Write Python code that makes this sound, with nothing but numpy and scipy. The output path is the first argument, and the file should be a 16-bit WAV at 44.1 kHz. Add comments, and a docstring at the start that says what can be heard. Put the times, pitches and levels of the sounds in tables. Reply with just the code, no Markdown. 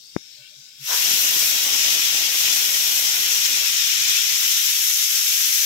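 """At a gas stove, a pressure cooker leaks a thin, warbling hiss through a narrow, wet gap by its handle.
The gap opens with a hollow gush, and a loud, steady jet of steam follows, its turbulence heard as noise.
Wall and floor reflect the hiss into a hand-held camera with two microphone ports facing different ways.
Before the jet the left port pops once and the camera bumps softly; under the jet, draughts rumble on the
right port and buffet the camera body."""
import sys
import numpy as np
from scipy import signal
from scipy.fft import rfft, irfft, next_fast_len
from scipy.io import wavfile
from scipy.ndimage import map_coordinates

SR = 44100
rng = np.random.default_rng(int(sys.argv[2]) if len(sys.argv) > 2 else 0)


def generate_wav(signal):
    """Clip the signal to [-1, 1] and save it as 16-bit WAV at the path in sys.argv[1]."""
    frames = np.transpose(np.atleast_2d(signal))
    scaled = np.clip(frames, -1, 1) * 32767
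    pcm = np.round(scaled).astype(np.int16)
    wavfile.write(sys.argv[1], SR, pcm)


N = 249401

OPEN_S = 0.89  # the moment at which the gap is half open
# Slow drift of the jet's treble. Each row: time in seconds, relative level in dB.
TREBLE_DRIFT = [(1.0, -0.5), (1.4, 1), (1.8, -2), (2.2, -3), (2.85, 0.3), (3.4, -2), (3.8, -4), (4.1, -5),
                (4.55, -0.3), (5.66, -1)]


def seconds():
    """The time of each sample."""
    return np.arange(N) / SR


def amp(db):
    """Decibels as an amplitude ratio."""
    return 10 ** (np.asarray(db) / 20)


def unit(x):
    """Normalisation to an rms of 1."""
    return x / np.sqrt(np.mean(x ** 2) + 1e-20)


def gains(spectrum, hz):
    """Amplitude response of each dB column of a spectrum, interpolated in log frequency."""
    knots_hz, *columns = np.transpose(spectrum)
    return np.array([amp(np.interp(np.log(hz + 1), np.log(knots_hz + 1), db)) for db in columns])


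def curve(rows):
    """Linear interpolation of (seconds, value) rows at every sample."""
    return np.interp(seconds(), *np.transpose(rows))


def ramp(start_s, length_s):
    """A raised-cosine step from 0 to 1."""
    return np.sin(np.pi / 2 * np.clip((seconds() - start_s) / length_s, 0, 1)) ** 2


def spells(rows, attack_s, release_s, sag_db_per_s=0):
    """A sum of envelopes, each with an attack, a hold that may decay exponentially, and a release."""
    return sum(ramp(start, attack_s) * (1 - ramp(end, release_s))
               * amp(db - sag_db_per_s * (seconds() - start)) for start, end, db in rows)


def wobble(rate_hz):
    """Random modulation: a spline through rate_hz Gaussian values a second."""
    knots = rng.standard_normal(int(N * rate_hz / SR) + 4)
    return map_coordinates(knots, [seconds() * rate_hz])


def filtered(x, response):
    """Linear filtering: the spectrum of x times a complex function of frequency."""
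    size = next_fast_len(N + SR // 2)
    hz = np.fft.rfftfreq(size, 1 / SR)
    return irfft(rfft(x, size) * response(hz), size)[..., :N]


def noise(spectrum, channels=2):
    """Coloured noise of rms 1, uncorrelated between the ports."""
    white = rng.standard_normal((channels, N))
    return unit(filtered(white, lambda hz: gains(spectrum, hz)))


def ringing(modes):
    """Forced resonance: stereo noise drives damped modes of alternating sign; the sum has rms 1."""
    def response(hz):
        return sum((-1) ** k * amp(db) * 1j * hz * width / (centre ** 2 - hz ** 2 + 1j * hz * width)
                   for k, (centre, width, db) in enumerate(modes))
    return unit(filtered(rng.standard_normal((2, N)), response))


def patchy(x, depth_db, width_hz, life_s):
    """Intermittency, as of eddies that come and go: random patches of gain in frequency and time."""
    hop = 512
    spectra = signal.stft(x, nperseg=2 * hop)[2]
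    band, frame = np.indices(spectra.shape[1:])
    place = [band * SR / (2 * hop) / width_hz, frame * hop / SR / life_s]
    patches = [map_coordinates(rng.standard_normal(band.shape), place, mode="wrap") for _ in spectra]
    spectra = spectra * amp(depth_db * np.array(patches))
    return unit(signal.istft(spectra, nperseg=2 * hop)[1][:, :N])


def leak():
    """Flow through a constriction: steam hisses and excites the wet gap until the jet takes over."""
    # Spectrum of the leak. Each row: frequency in Hz, left and right relative levels in dB.
    hiss_spectrum = [(400, -26, -32), (1100, -30.5, -37), (1600, -19.5, -29), (2550, -17, -26),
                     (3670, 0, -33), (4300, -4, -17), (5170, 1.5, -6.5), (6000, -4, -19), (7500, -10, -8.5),
                     (9300, -25, -20.5), (12000, -17, -18.5), (15400, -29, -19)]
    # Resonances of the wet gap. Each row: frequency in Hz, bandwidth in Hz, relative level in dB.
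    wet_gap_modes = [(1514, 60, -7), (1730, 65, -11), (2170, 90, -2.5), (2510, 140, -1), (2780, 170, -0.5),
                     (3320, 380, -3)]
    hiss = patchy(noise(hiss_spectrum), depth_db=3.0, width_hz=253, life_s=0.098)
    hiss *= amp(-45.5 + 0.5 * wobble(11))
    warble = patchy(ringing(wet_gap_modes), depth_db=4.5, width_hz=82, life_s=0.066) * amp([[4], [-7]])
    swell_db = 5.5 * np.exp(-((seconds() - 0.44) / 0.05) ** 2)  # one swell, peaking at 0.44 s
    warble *= amp(-57.5 + swell_db) * ramp(start_s=0.02, length_s=0.18)
    return (1 - ramp(start_s=0.81, length_s=0.15)) * (hiss + warble)


def walls(x, spread_s, count=60):
    """Comb filtering: near surfaces return delayed copies that interfere differently at each port."""
    impulse_responses = np.zeros((2, SR // 4))
    for port in impulse_responses:
        delay_s = np.clip(0.003 + rng.exponential(spread_s, count), 0, 0.2)
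        port[(delay_s * SR).astype(int)] = rng.choice([-1, 1], count) / np.sqrt(count)
    return signal.fftconvolve(x, impulse_responses, axes=1)[:, :N]


def moving_walls(x, patterns=7):
    """Direct plus reflected sound: as the hand drifts, one interference pattern fades into the next."""
    place = np.linspace(0, patterns - 1, N)
    fades = np.cos(np.pi / 2 * np.clip(place - np.arange(patterns)[:, None], -1, 1))
    echoes = sum(fade * walls(x, spread_s=0.008) for fade in fades)
    return x + amp(-7.0) * echoes


def background():
    """Ambient noise: a faint, flickering floor, strongest at low frequencies."""
    # Spectrum of the background. Each row: frequency in Hz, relative level in dB.
    ambient_spectrum = [(20, -16), (100, -3), (250, 1.5), (400, -5), (800, -10), (2000, -12.5),
                        (10000, -23)]
    return amp(-71) * patchy(noise(ambient_spectrum), depth_db=4.0, width_hz=150, life_s=0.051)


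def pop():
    """A pressure transient: one dull pull and push on the left port alone, with a faint short tail."""
    # The pressure pulse. Its one row: time in seconds, peak level of the swing in dB.
    pulse = [(0.165, -8)]
    # Spectrum of the pulse. Each row: frequency in Hz, relative level in dB.
    pulse_spectrum = [(20, -40), (70, -7), (170, 4.5), (350, 4), (700, -9), (1200, -13.5), (2400, -18.5),
                      (2900, -62), (8000, -70)]
    (time_s, peak_db), = pulse
    age = (np.arange(N) - round(time_s * SR)) / SR
    impulse = 1.0 * (age == 0)
    # a quarter-cycle phase shift gives the swing two opposite lobes
    swing = filtered(impulse, lambda hz: -1j * gains(pulse_spectrum, hz))
    tail_db = -32.5 - 60 * np.abs(age) / 0.11  # falls 60 dB in 0.11 s
    tail = amp(tail_db) * (age > 0) * noise(pulse_spectrum, channels=1)
    return amp(peak_db) * (swing / np.abs(swing).max() + tail) * np.array([[1], [0]])


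def bumps():
    """Gaussian tone bursts: soft low bumps of the camera and faint, short higher tones."""
    # Each row: centre time in seconds, frequency in Hz, half-width in seconds, envelope peak in dB.
    bursts = [(0.41, 130, 0.02, -57), (0.59, 138, 0.023, -57), (0.822, 140, 0.022, -46),
              (0.401, 590, 0.027, -63), (0.53, 600, 0.018, -65)]
    t = seconds()
    return sum(amp(db) * np.exp(-((t - centre) / width) ** 2) * np.sin(2 * np.pi * hz * (t - centre))
               for centre, hz, width, db in bursts)


def gush():
    """Resonance of the opening gap: the first slug of steam sounds briefly hollow."""
    # Modes of the gap. Each row: frequency in Hz, bandwidth in Hz, relative level in dB.
    gap_modes = [(442, 50, -7.5), (560, 63, -8), (716, 120, -5.5), (970, 82, 3.5), (1590, 330, -1.5)]
    peak_s, attack_s, decay_db_per_s = 0.9295, 0.07, 165
    decay_db = decay_db_per_s * np.maximum(seconds() - peak_s, 0)
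    return amp(-30 - decay_db) * ramp(peak_s - attack_s, attack_s) * ringing(gap_modes)


def jet():
    """Turbulent mixing noise: large eddies roar, the core hisses, fine eddies fizz and the pot rings."""
    # Spectrum of the jet. Each row: frequency in Hz, left and right relative levels in dB.
    jet_spectrum = [(252, -74, -54), (536, -47, -48), (1030, -30.5, -27.5), (1604, -17.5, -20),
                    (2460, -7, -13), (3270, -4, -12), (4570, -6, -11), (5580, 3, -6), (6770, -3.5, -7),
                    (8100, -13, -10), (9000, -21, -14), (11350, -6, -16), (12240, -3.5, -8.5),
                    (16000, -12.5, -13.5)]
    # Broad resonances of a bright sheen. Each row: frequency in Hz, bandwidth in Hz, relative level in dB.
    sheen_modes = [(6320, 350, 3), (10100, 1100, -6), (11400, 800, 0.5), (12300, 630, -3)]
    # Narrow modes of the pot. Each row: frequency in Hz, bandwidth in Hz, relative level in dB.
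    pot_modes = [(944, 20, -22), (1013, 25, -9), (1449, 65, -1.5), (3346, 52, 2.5)]

    def below(hz, edge_hz):
        return 1 / (1 + (hz / edge_hz) ** 10)

    steam = patchy(noise(jet_spectrum), depth_db=0.68, width_hz=428, life_s=0.09)
    roar = filtered(steam, lambda hz: below(hz, edge_hz=4444))
    roar = patchy(roar, depth_db=1.42, width_hz=110, life_s=0.04)
    core = unit(filtered(steam, lambda hz: below(hz, edge_hz=9170) - below(hz, edge_hz=4740)))
    fizz = unit(filtered(steam, lambda hz: 1 - below(hz, edge_hz=8400)))

    age = seconds() - OPEN_S
    roar_sag_db_per_s, pot_sag_db_per_s = 0.11, 1.4  # falling pressure weakens both
    drawn_back = ramp(start_s=4.37, length_s=0.57)  # the camera draws back: less roar, more sheen
    facing = np.array([[1.25], [0.3]])  # the left port faces the jet, so its colour changes most
    treble_db = curve(TREBLE_DRIFT)  # what the fizz gains, roar and core partly lose
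    roar_db = -3 - roar_sag_db_per_s * age - facing * (0.35 * treble_db + 1.2 * drawn_back)
    core_db = -1.3 - facing * 0.18 * treble_db
    fizz_db = -0.37 + facing * treble_db
    hiss = amp(roar_db + 0.27 * wobble(18)) * roar
    hiss += amp(core_db + 0.56 * wobble(18)) * core
    hiss += amp(fizz_db + 0.65 * wobble(17)) * fizz
    hiss += drawn_back * amp([[-4], [-12]]) * ringing(sheen_modes)
    hiss += amp(-20 - pot_sag_db_per_s * age) * ringing(pot_modes)

    # wet steam sputters in the gap, modulating all parts together
    sputter_db = 0.4 * wobble(16) + 0.43 * wobble(35) + 0.5 * wobble(160)
    widening_s = 0.03  # time constant of the opening gap
    opening = 0.5 + 0.5 * np.tanh(age / (2 * widening_s))
    return amp(-22.5 + sputter_db) * opening * hiss


def rush():
    """Turbulence in the plume: a low-middle flutter that rises and falls with the jet's treble."""
    # Spectrum of the plume. 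Each row: frequency in Hz, relative level in dB.
    plume_spectrum = [(120, -38), (250, -17), (420, -1.5), (650, 1.5), (1000, 4), (1600, -28)]
    sag_db_per_s = 1.13
    level_db = -51 + 1.3 * curve(TREBLE_DRIFT) - sag_db_per_s * (seconds() - OPEN_S)
    flutter = patchy(noise(plume_spectrum), depth_db=6.0, width_hz=117, life_s=0.06)
    return amp(level_db) * ramp(OPEN_S, length_s=0.079) * flutter * amp([[0], [-8]])


def draught():
    """Wind noise: eddies press mostly on the right port, in one long draught and two weak returns."""
    # The draughts. Each row: start in seconds, end in seconds, initial level at the right port in dB.
    gusts = [(0.97, 3.67, -40), (3.7, 4.1, -49.5), (4.23, 4.48, -49.5)]
    # Spectrum of their rumble. Each row: frequency in Hz, relative level in dB.
    rumble_spectrum = [(20, -24), (45, -19), (90, -3.5), (160, 0), (500, 1.5), (900, 1.5), (1400, -4),
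                       (2500, -22), (5000, -60)]
    strength = spells(gusts, attack_s=0.036, release_s=0.068, sag_db_per_s=1.35)
    eddies = patchy(noise(rumble_spectrum, channels=1), depth_db=2.5, width_hz=135, life_s=0.04)
    lumps = unit(amp(0.56 * wobble(13) + 2.2 * wobble(90)) * eddies)
    return strength * lumps * amp([[-26], [0]])


def buffet():
    """Buffeting: unsteady pressure on the camera body makes soft low thuds, stronger on the right."""
    # Spells of buffeting. Each row: start in seconds, end in seconds, level in dB before the port gains.
    gusts = [(0.98, 4.1, -60), (3.97, 4.72, -60), (4.82, 4.93, -67)]
    # Spectrum of the thuds. Each row: frequency in Hz, relative level in dB.
    thud_spectrum = [(20, -16), (50, -6.5), (90, -1), (150, 4.5), (220, -5), (400, -24), (1000, -45)]
    resting_db, port_gains = -79, amp([[-8], [1]])
    strength = amp(resting_db) + spells(gusts, attack_s=0.06, release_s=0.057) * port_gains
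    return strength * amp(1.7 * wobble(14)) * noise(thud_spectrum)


def scene():
    """Superposition: the cooker with its reflections, the background and the sounds at the camera."""
    cooker = moving_walls(leak() + jet() + gush() + rush())
    return cooker + background() + draught() + buffet() + pop() + bumps()


def record(dry):
    """Band limiting: the camera passes nothing above its cutoff frequency."""
    cutoff_hz = 15750
    return filtered(dry, lambda hz: hz < cutoff_hz)


dry = scene()
out = record(dry)
generate_wav(out)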